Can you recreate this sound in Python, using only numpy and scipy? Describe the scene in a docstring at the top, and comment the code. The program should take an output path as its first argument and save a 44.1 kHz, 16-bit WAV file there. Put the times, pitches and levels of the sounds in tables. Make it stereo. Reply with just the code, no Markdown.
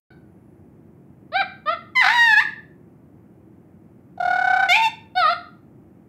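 """In a small furnished room a parrot on a perch squawks an arm's length from a phone with two microphones.
Its voice is a stack of overtones weighed by a throat resonance that moves with the pitch and by the beak, plus
breath noise; it breaks into a rasp in places, and the fourth call heard is a trill. Reflections and a decaying
noise tail make the walls ring after each call, and at the start after a call of which only the echo is heard.
Filtered noise makes a low household hum and a faint, flickering high hiss."""
import sys
import numpy as np
from scipy import signal
from scipy.fft import rfft, irfft
from scipy.io import wavfile
from scipy.ndimage import uniform_filter1d, minimum_filter1d

SR = 44100
rng = np.random.default_rng(int(sys.argv[2]) if len(sys.argv) > 2 else 0)


def file_out(sig):
    """Save sig as 16-bit WAV at sys.argv[1]."""
    # one column per channel
    cols = np.atleast_2d(sig).T
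    # limit, then scale
    lim = np.clip(cols, -1, 1)
    pcm = np.round(lim * 32767).astype(np.int16)
    wavfile.write(sys.argv[1], SR, pcm)


def magnitude_from_level(level_db):
    """Linear magnitude for a level in decibels (20 dB per decade)."""
    exponent = np.asarray(level_db, float) / 20
    return 10 ** exponent


N = 268348
LEAD_S = 0.25  # computed ahead of time zero, to hold the earlier call
TIME = np.arange(-int(LEAD_S * SR), N) / SR
M = len(TIME)


def on_log(points, hz, column=1):
    """Interpolates a frequency response linearly on a logarithmic frequency axis."""
    p = np.array(points, float)
    return np.interp(np.log(hz + 1e-9), np.log(p[:, 0]), p[:, column])


def shaped(x, gain):
    """Linear filtering: the spectrum is multiplied by a gain given as a function of Hz."""
    n = x.shape[-1]
    return irfft(rfft(x) * gain(np.fft.rfftfreq(n, 1 / SR)), n)


def band(x, hz, octaves):
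    """Band-pass filtering with a Gaussian bell on a logarithmic frequency axis."""
    return shaped(x, lambda f: np.exp(-0.5 * (np.log2(np.maximum(f, 1) / hz) / octaves) ** 2))


def wander(rate):
    """Low-passed noise: a smooth random course that turns about rate times a second, with spread 1."""
    x = shaped(rng.standard_normal(M), lambda f: np.exp(-0.5 * (f / rate) ** 2))
    return x / x.std()


def hum():
    """Stationary coloured noise: a household rumble, coherent at both ports in the bass, not above."""
    # Spectral shape of the mid signal. Each row: frequency in Hz, relative density in dB.
    spectrum = [(15, -75.5), (25, -30), (50, -25), (62, -15.5), (93, -2), (221, -2), (267, -6), (331, -3),
                (433, -15.5), (804, -22), (997, -27.5), (2230, -37.5), (3830, -55), (15500, -49.5)]
    # Stereo width of the hum. Each row: frequency in Hz, side minus mid in dB.
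    width = [(60, -18.5), (110, -16), (200, -16), (380, -8), (700, -6), (1290, 1.5), (2380, 2), (4400, 3.5),
             (8120, -0.5), (15000, 3)]
    mid_db = -48.5  # rms level of the mid signal
    noise = rng.standard_normal((2, M))
    mid, side = shaped(noise, lambda f: magnitude_from_level(on_log(spectrum, f)) * (f > 15))
    side = shaped(side, lambda f: magnitude_from_level(on_log(width, f)))
    return magnitude_from_level(mid_db) / mid.std() * (mid + side * np.array([[1], [-1]]))


def thin_hiss():
    """Narrow-band noise: a faint high hiss whose level flickers by random amplitude modulation."""
    # Course of the hiss. Each row: time in seconds, level in dB before the trim and flicker below.
    course = [(.1, -83), (.5, -78), (.9, -95.5)]
    trim_db, flicker_db = -2, 1.5
    x = band(rng.standard_normal((2, M)), 11000, 0.028)
    level_db = np.interp(TIME, *np.transpose(course)) + trim_db + flicker_db * wander(12)
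    return x / x.std() * magnitude_from_level(level_db)


def room(x):
    """Room acoustics: direct sound shaded by the phone, early reflections, then exponential reverberant decay."""
    # Decay of the tail. Each row: frequency in Hz, reverberation time (60 dB) in seconds,
    # relative level in dB before the whole tail is scaled.
    decay = [(600, 0.39, -2), (1500, 0.43, 1), (4470, 0.36, 3), (9000, 0.23, 1)]
    # Shading by the phone. Each row: frequency in Hz, left minus right in dB.
    shade = [(500, 2.5), (800, -4), (1300, 4), (1900, 6.5), (2700, 18), (4000, 10.5), (5500, -4.5),
             (8000, -6.5), (14000, 10)]
    # Nearby surfaces. Each row: delay in seconds, left level in dB, right level in dB.
    reflections = [(.0021, -36.5, -12.5), (.009, -25.5, -11)]
    left_lead_s, onset_s = 0.00018, 0.0041
    tail_db = -6.5  # tail energy against an unfiltered impulse, around 1500 Hz

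    t = np.arange(SR) / SR
    tail = np.zeros((2, SR))
    for hz in 350 * 2 ** np.arange(0, 5.6, 0.5):
        noise = band(rng.standard_normal((2, SR)), hz, 0.42)
        tail += noise * magnitude_from_level(on_log(decay, hz, column=2) - 60 * t / on_log(decay, hz))
    tail *= np.clip(t / onset_s - 1, 0, 1)  # silent for one onset time, fading in over the next
    tail_energy = np.mean(np.sum(band(tail, 1500, 1) ** 2, axis=1))
    impulse_energy = np.sum(band(np.eye(1, SR)[0], 1500, 1) ** 2)
    tail *= magnitude_from_level(tail_db) / np.sqrt(tail_energy / impulse_energy)

    side = np.array([[0.5], [-0.5]])

    def near(f):
        """Superposition of the straight path and the reflected paths at each port."""
        total = magnitude_from_level(side * on_log(shade, f)) * np.exp(2j * np.pi * f * side * left_lead_s)
        for delay_s, left_db, right_db in reflections:
            arrival_s = delay_s - side * left_lead_s
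            total = total + magnitude_from_level(np.array([[left_db], [right_db]])) * np.exp(-2j * np.pi * f * arrival_s)
        return total

    return shaped(x, near) + signal.fftconvolve(x[None], tail)[:, :M]


def parrot():
    """Superposition of all the calls in a row, each with its own source and filter settings."""
    # A call before the microphones open, of which only the echo is heard. Each row: time in seconds,
    # pitch in Hz, level in dB, fundamental in dB against the throat peak.
    earlier_call = [(-.2, 702, -2, -1.6), (-.16, 786, -12.5, -2.1), (-.12, 740, -8.5, -1)]
    # One list for each call heard. Each row: time in seconds, pitch in Hz and level in dB (both before
    # the trill acts), fundamental in dB against the throat peak.
    calls_sung = [
        [(1.322, 563, -36, -1.5), (1.36, 753, -14.5, 7), (1.385, 796.5, -18.5, -15.5), (1.41, 782.2, -15.5, -1),
         (1.425, 624.6, -21.5, -8.5)],
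        [(1.66, 584.5, -32.5, -3), (1.685, 612, -13.5, -13), (1.715, 685, -23.5, 0), (1.735, 685.8, -20, -4),
         (1.75, 618, -29, -19)],
        [(1.955, 1100, -24.5, -3.5), (1.965, 1016, -12.5, -10.5), (2.005, 1019, -3, -14),
         (2.037, 777.6, -17, -6.5), (2.06, 724.7, -13, -1.5), (2.09, 859.7, -16, -7), (2.15, 975, -16.5, -1),
         (2.19, 942.7, -12, -6), (2.26, 932.3, -10, -9.5), (2.3, 877, -14, -12), (2.335, 851, -8.5, -14.5),
         (2.355, 825.4, -17.5, -25), (2.375, 851, -5, -13.5), (2.4, 920.7, -7.5, -16), (2.41, 1165, -26.5, 4.5),
         (2.424, 1231, -25.5, 6)],
        [(4.178, 739, -40, 19.5), (4.205, 716.7, -22.5, 10.5), (4.3, 734.6, -20, 2.5), (4.46, 745.5, -18, -0.5),
         (4.635, 757.3, -16, -4.5), (4.668, 748.6, -23, 1.5)],
        [(4.69, 700.4, -16, -5), (4.715, 710.4, -9, 0), (4.738, 796.5, -7.5, -13.5), (4.775, 896.3, -22, 8.5),
         (4.81, 894, -18.5, 27.5), (4.84, 918.6, -17, 6.5), (4.865, 873.5, -17.5, 10),
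         (4.885, 907, -25.5, 14.5)],
        [(5.155, 710.5, -27.5, 18.5), (5.18, 751, -13, 5), (5.21, 706.5, -17, 7), (5.24, 639, -14, -23.5),
         (5.27, 600.5, -12.5, -15), (5.297, 669.4, -17, -11), (5.315, 706.7, -18.5, 17),
         (5.335, 690, -20.5, -6)],
    ]
    # Timbre, one row a call, the earlier one first. Each row: throat resonance as a multiple of the pitch,
    # beak in dB before it follows the fundamental, beak resonance in Hz, treble in dB, breath in dB.
    colours = [(2.05, -9, 4300, -25, -33), (2.35, -12, 3900, -30, -31), (2.15, -13.5, 3500, -21.5, -33),
               (2.05, -10, 3800, -3, -26), (1.92, -25.5, 3860, 0, -23), (3.0, -7, 3600, 0.5, -28),
               (2.0, -8.5, 3900, -21.5, -30)]
    out, shake, flutter = np.zeros(M), wander(220), wander(60)
    for rows, colour in zip([earlier_call, *calls_sung], colours):
        span, sound = call(rows, *colour, shake, flutter)
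        out[span] += sound
    return out


def call(rows, throat_multiple, beak_db, beak_hz, treble_db, breath_db, shake, flutter):
    """Source-filter principle: partials and breath weighed by throat and beak; returns its span and sound."""
    rise_s, fall_s = 0.0037, 0.0033
    throat_width_hz = 1180
    beak_follows = 0.63  # dB of beak for each dB of fundamental
    shake_rad, slip_rad, flutter_db, spread_rad = 0.33, 0.63, 6.0, 0.6

    s, pitch_hz, db, low_db = np.transpose(rows)
    span = (TIME > s[0] - rise_s) & (TIME < s[-1] + fall_s)
    t = TIME[span]
    gate, sag, trilling = trill(t)
    rasp = rasping(t, trilling)
    low_db = np.interp(t, s, low_db)
    pitch_hz = np.interp(t, s, pitch_hz)
    throat_hz = throat_multiple * pitch_hz  # the throat tunes itself to the pitch
    hz = uniform_filter1d(pitch_hz * sag, 400, mode="nearest")
    phase = 2 * np.pi * np.cumsum(hz) / SR

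    # rasping, the pattern repeats only every third cycle: partials appear at thirds of the pitch
    k = np.concatenate([np.arange(3, 24) / 3, np.arange(8, 25)])[:, None]
    f = k * hz
    throat = 1 / (1 + ((f - throat_hz) / (throat_width_hz / 2)) ** 2) ** 2
    beak = magnitude_from_level(beak_db + beak_follows * low_db) * beak_gain(f, beak_hz)
    gains = (throat + beak) * veil(f, treble_db)
    gains = gains * np.where(k % 1 == 0, 1, rasp ** 2) * (f < 16000)
    gains[0] = magnitude_from_level(low_db)
    gains = gains / np.sqrt(np.sum(gains ** 2, axis=0) / 2)  # unit power at every instant

    # the three-cycle pattern slips to and fro
    slip = (k % 1 > 0) * slip_rad * flutter[span] * np.sign(k % 1 - 0.5)
    # the membranes shake unevenly, which smears the upper partials
    smear = (k - 1) * shake_rad * (rasp + 0.033) * shake[span]
    stagger = spread_rad * k ** 2  # the throat staggers the phases
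    voice = np.sum(gains * np.cos(k * phase + smear + stagger + slip), axis=0)
    voice = voice * magnitude_from_level(flutter_db * rasp ** 2 * flutter[span])

    breath = rng.standard_normal(len(t)) * (1 + np.cos(phase))  # pulses once a cycle
    breath = shaped(breath, lambda f: beak_gain(f, beak_hz) * veil(f, treble_db) * (f > 600))
    edge = np.clip(np.minimum((t - t[0]) / rise_s, (t[-1] - t) / fall_s), 0, 1)
    return span, (voice + magnitude_from_level(breath_db) * breath) * edge * gate * magnitude_from_level(np.interp(t, s, db))


def beak_gain(f, beak_hz):
    """Resonance: the beak's response keeps its shape and scales with its resonant frequency."""
    # Response of the beak. Each row: frequency as a multiple of the resonance, gain in dB.
    response = [(.16, -3), (.8, -12), (1.0, 1.5), (1.22, -11), (1.4, -11.5), (1.6, -19.5), (2.2, -16),
                (2.6, -34), (3.4, -27), (4.2, -38)]
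    return magnitude_from_level(on_log(response, f / beak_hz))


def veil(f, treble_db):
    """Radiation as a shelving filter: how much treble leaves the beak; the very top follows half as far."""
    treble = np.clip((f - 5353) / 300 + 1, 0, 1)
    air = np.clip((f - 7520) / 300, 0, 1)
    return magnitude_from_level(treble_db * (treble - 0.5 * air))


def rasping(t, trilling):
    """Subharmonic bifurcation: the share of rasp, more in the trill, as a call closes and in cracks."""
    # The voice cracks into a rasp, holds it, then heals evenly.
    # Each row: start in seconds, length in seconds, added rasp from 0 to 1.
    breaks = [(2.011, .18, 0.75), (2.334, 0.064, 0), (4.737, .06, .5), (5.288, 0.04, .2)]
    crack_s, hold_share = 0.018, 0.45
    rasp = 0.08 + 0.2 * trilling + 0.35 * np.exp((t - t[-1]) / 0.014)  # steady, trill, closing
    for s, length, depth in breaks:
        corners = [s, s + crack_s, s + hold_share * length, s + length]
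        rasp = rasp + np.interp(t, corners, [0, depth, depth, 0])
    return np.clip(rasp, 0, 1)


def trill(t):
    """Amplitude and frequency modulation by airflow pinched shut each puff; returns gain, pitch factor, where."""
    start_s, first_puff_s, puff_grows_s, puffs = 4.175, 0.02449, 0.00047, 18
    scatter_db, lift_db, shut_db = 0.6, 5.0, -30
    skew, sag = 0.7, 0.06
    open_share, outer_share = 0.82, 0.5  # of a puff's length

    # the trill slows down: every puff lasts a little longer than the one before
    n = np.arange(puffs + 1.0)
    s = start_s + first_puff_s * n + puff_grows_s * n * (n - 1) / 2
    db = scatter_db * rng.standard_normal(puffs) + lift_db
    u = np.interp(t, s, n)
    row = np.minimum(u.astype(int), puffs - 1)
    outer = (row == 0) | (row == puffs - 1)  # the outer puffs die early
    part = np.clip(u % 1 / np.where(outer, outer_share, open_share), 0, 1)
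    puff = np.abs(np.sin(np.pi * part ** skew)) * magnitude_from_level(db[row])
    inside = (t > s[0]) & (t < s[-1])
    gain = np.where(inside, magnitude_from_level(shut_db) + puff, 1)
    return gain, np.where(inside, 1 + sag * (0.4 - part), 1), inside


def scene():
    """Superposition of the bird in its room, the hum and the hiss, from time zero on."""
    return (room(parrot()) + hum() + thin_hiss())[:, M - N:]


def top_cut(x):
    """Nothing passes above the cut-off."""
    return signal.sosfilt(signal.butter(12, 15750, fs=SR, output="sos"), x)


def record(dry):
    """Peak limiting: the microphones open late, and one gain turns both channels down around loud peaks."""
    open_s, fade_s, ceiling, top_hz = 0.104, 0.0018, 0.98, 15750
    opened = dry * np.clip((np.arange(N) / SR - open_s) / fade_s, 0, 1)
    allowed = np.minimum(1, ceiling / (np.abs(opened).max(axis=0) + 1e-9))
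    gain = uniform_filter1d(minimum_filter1d(allowed, size=400), size=300)
    mix = shaped(opened * gain, lambda f: f < top_hz)
    return top_cut(mix)


dry = scene()
out = record(dry)
file_out(out)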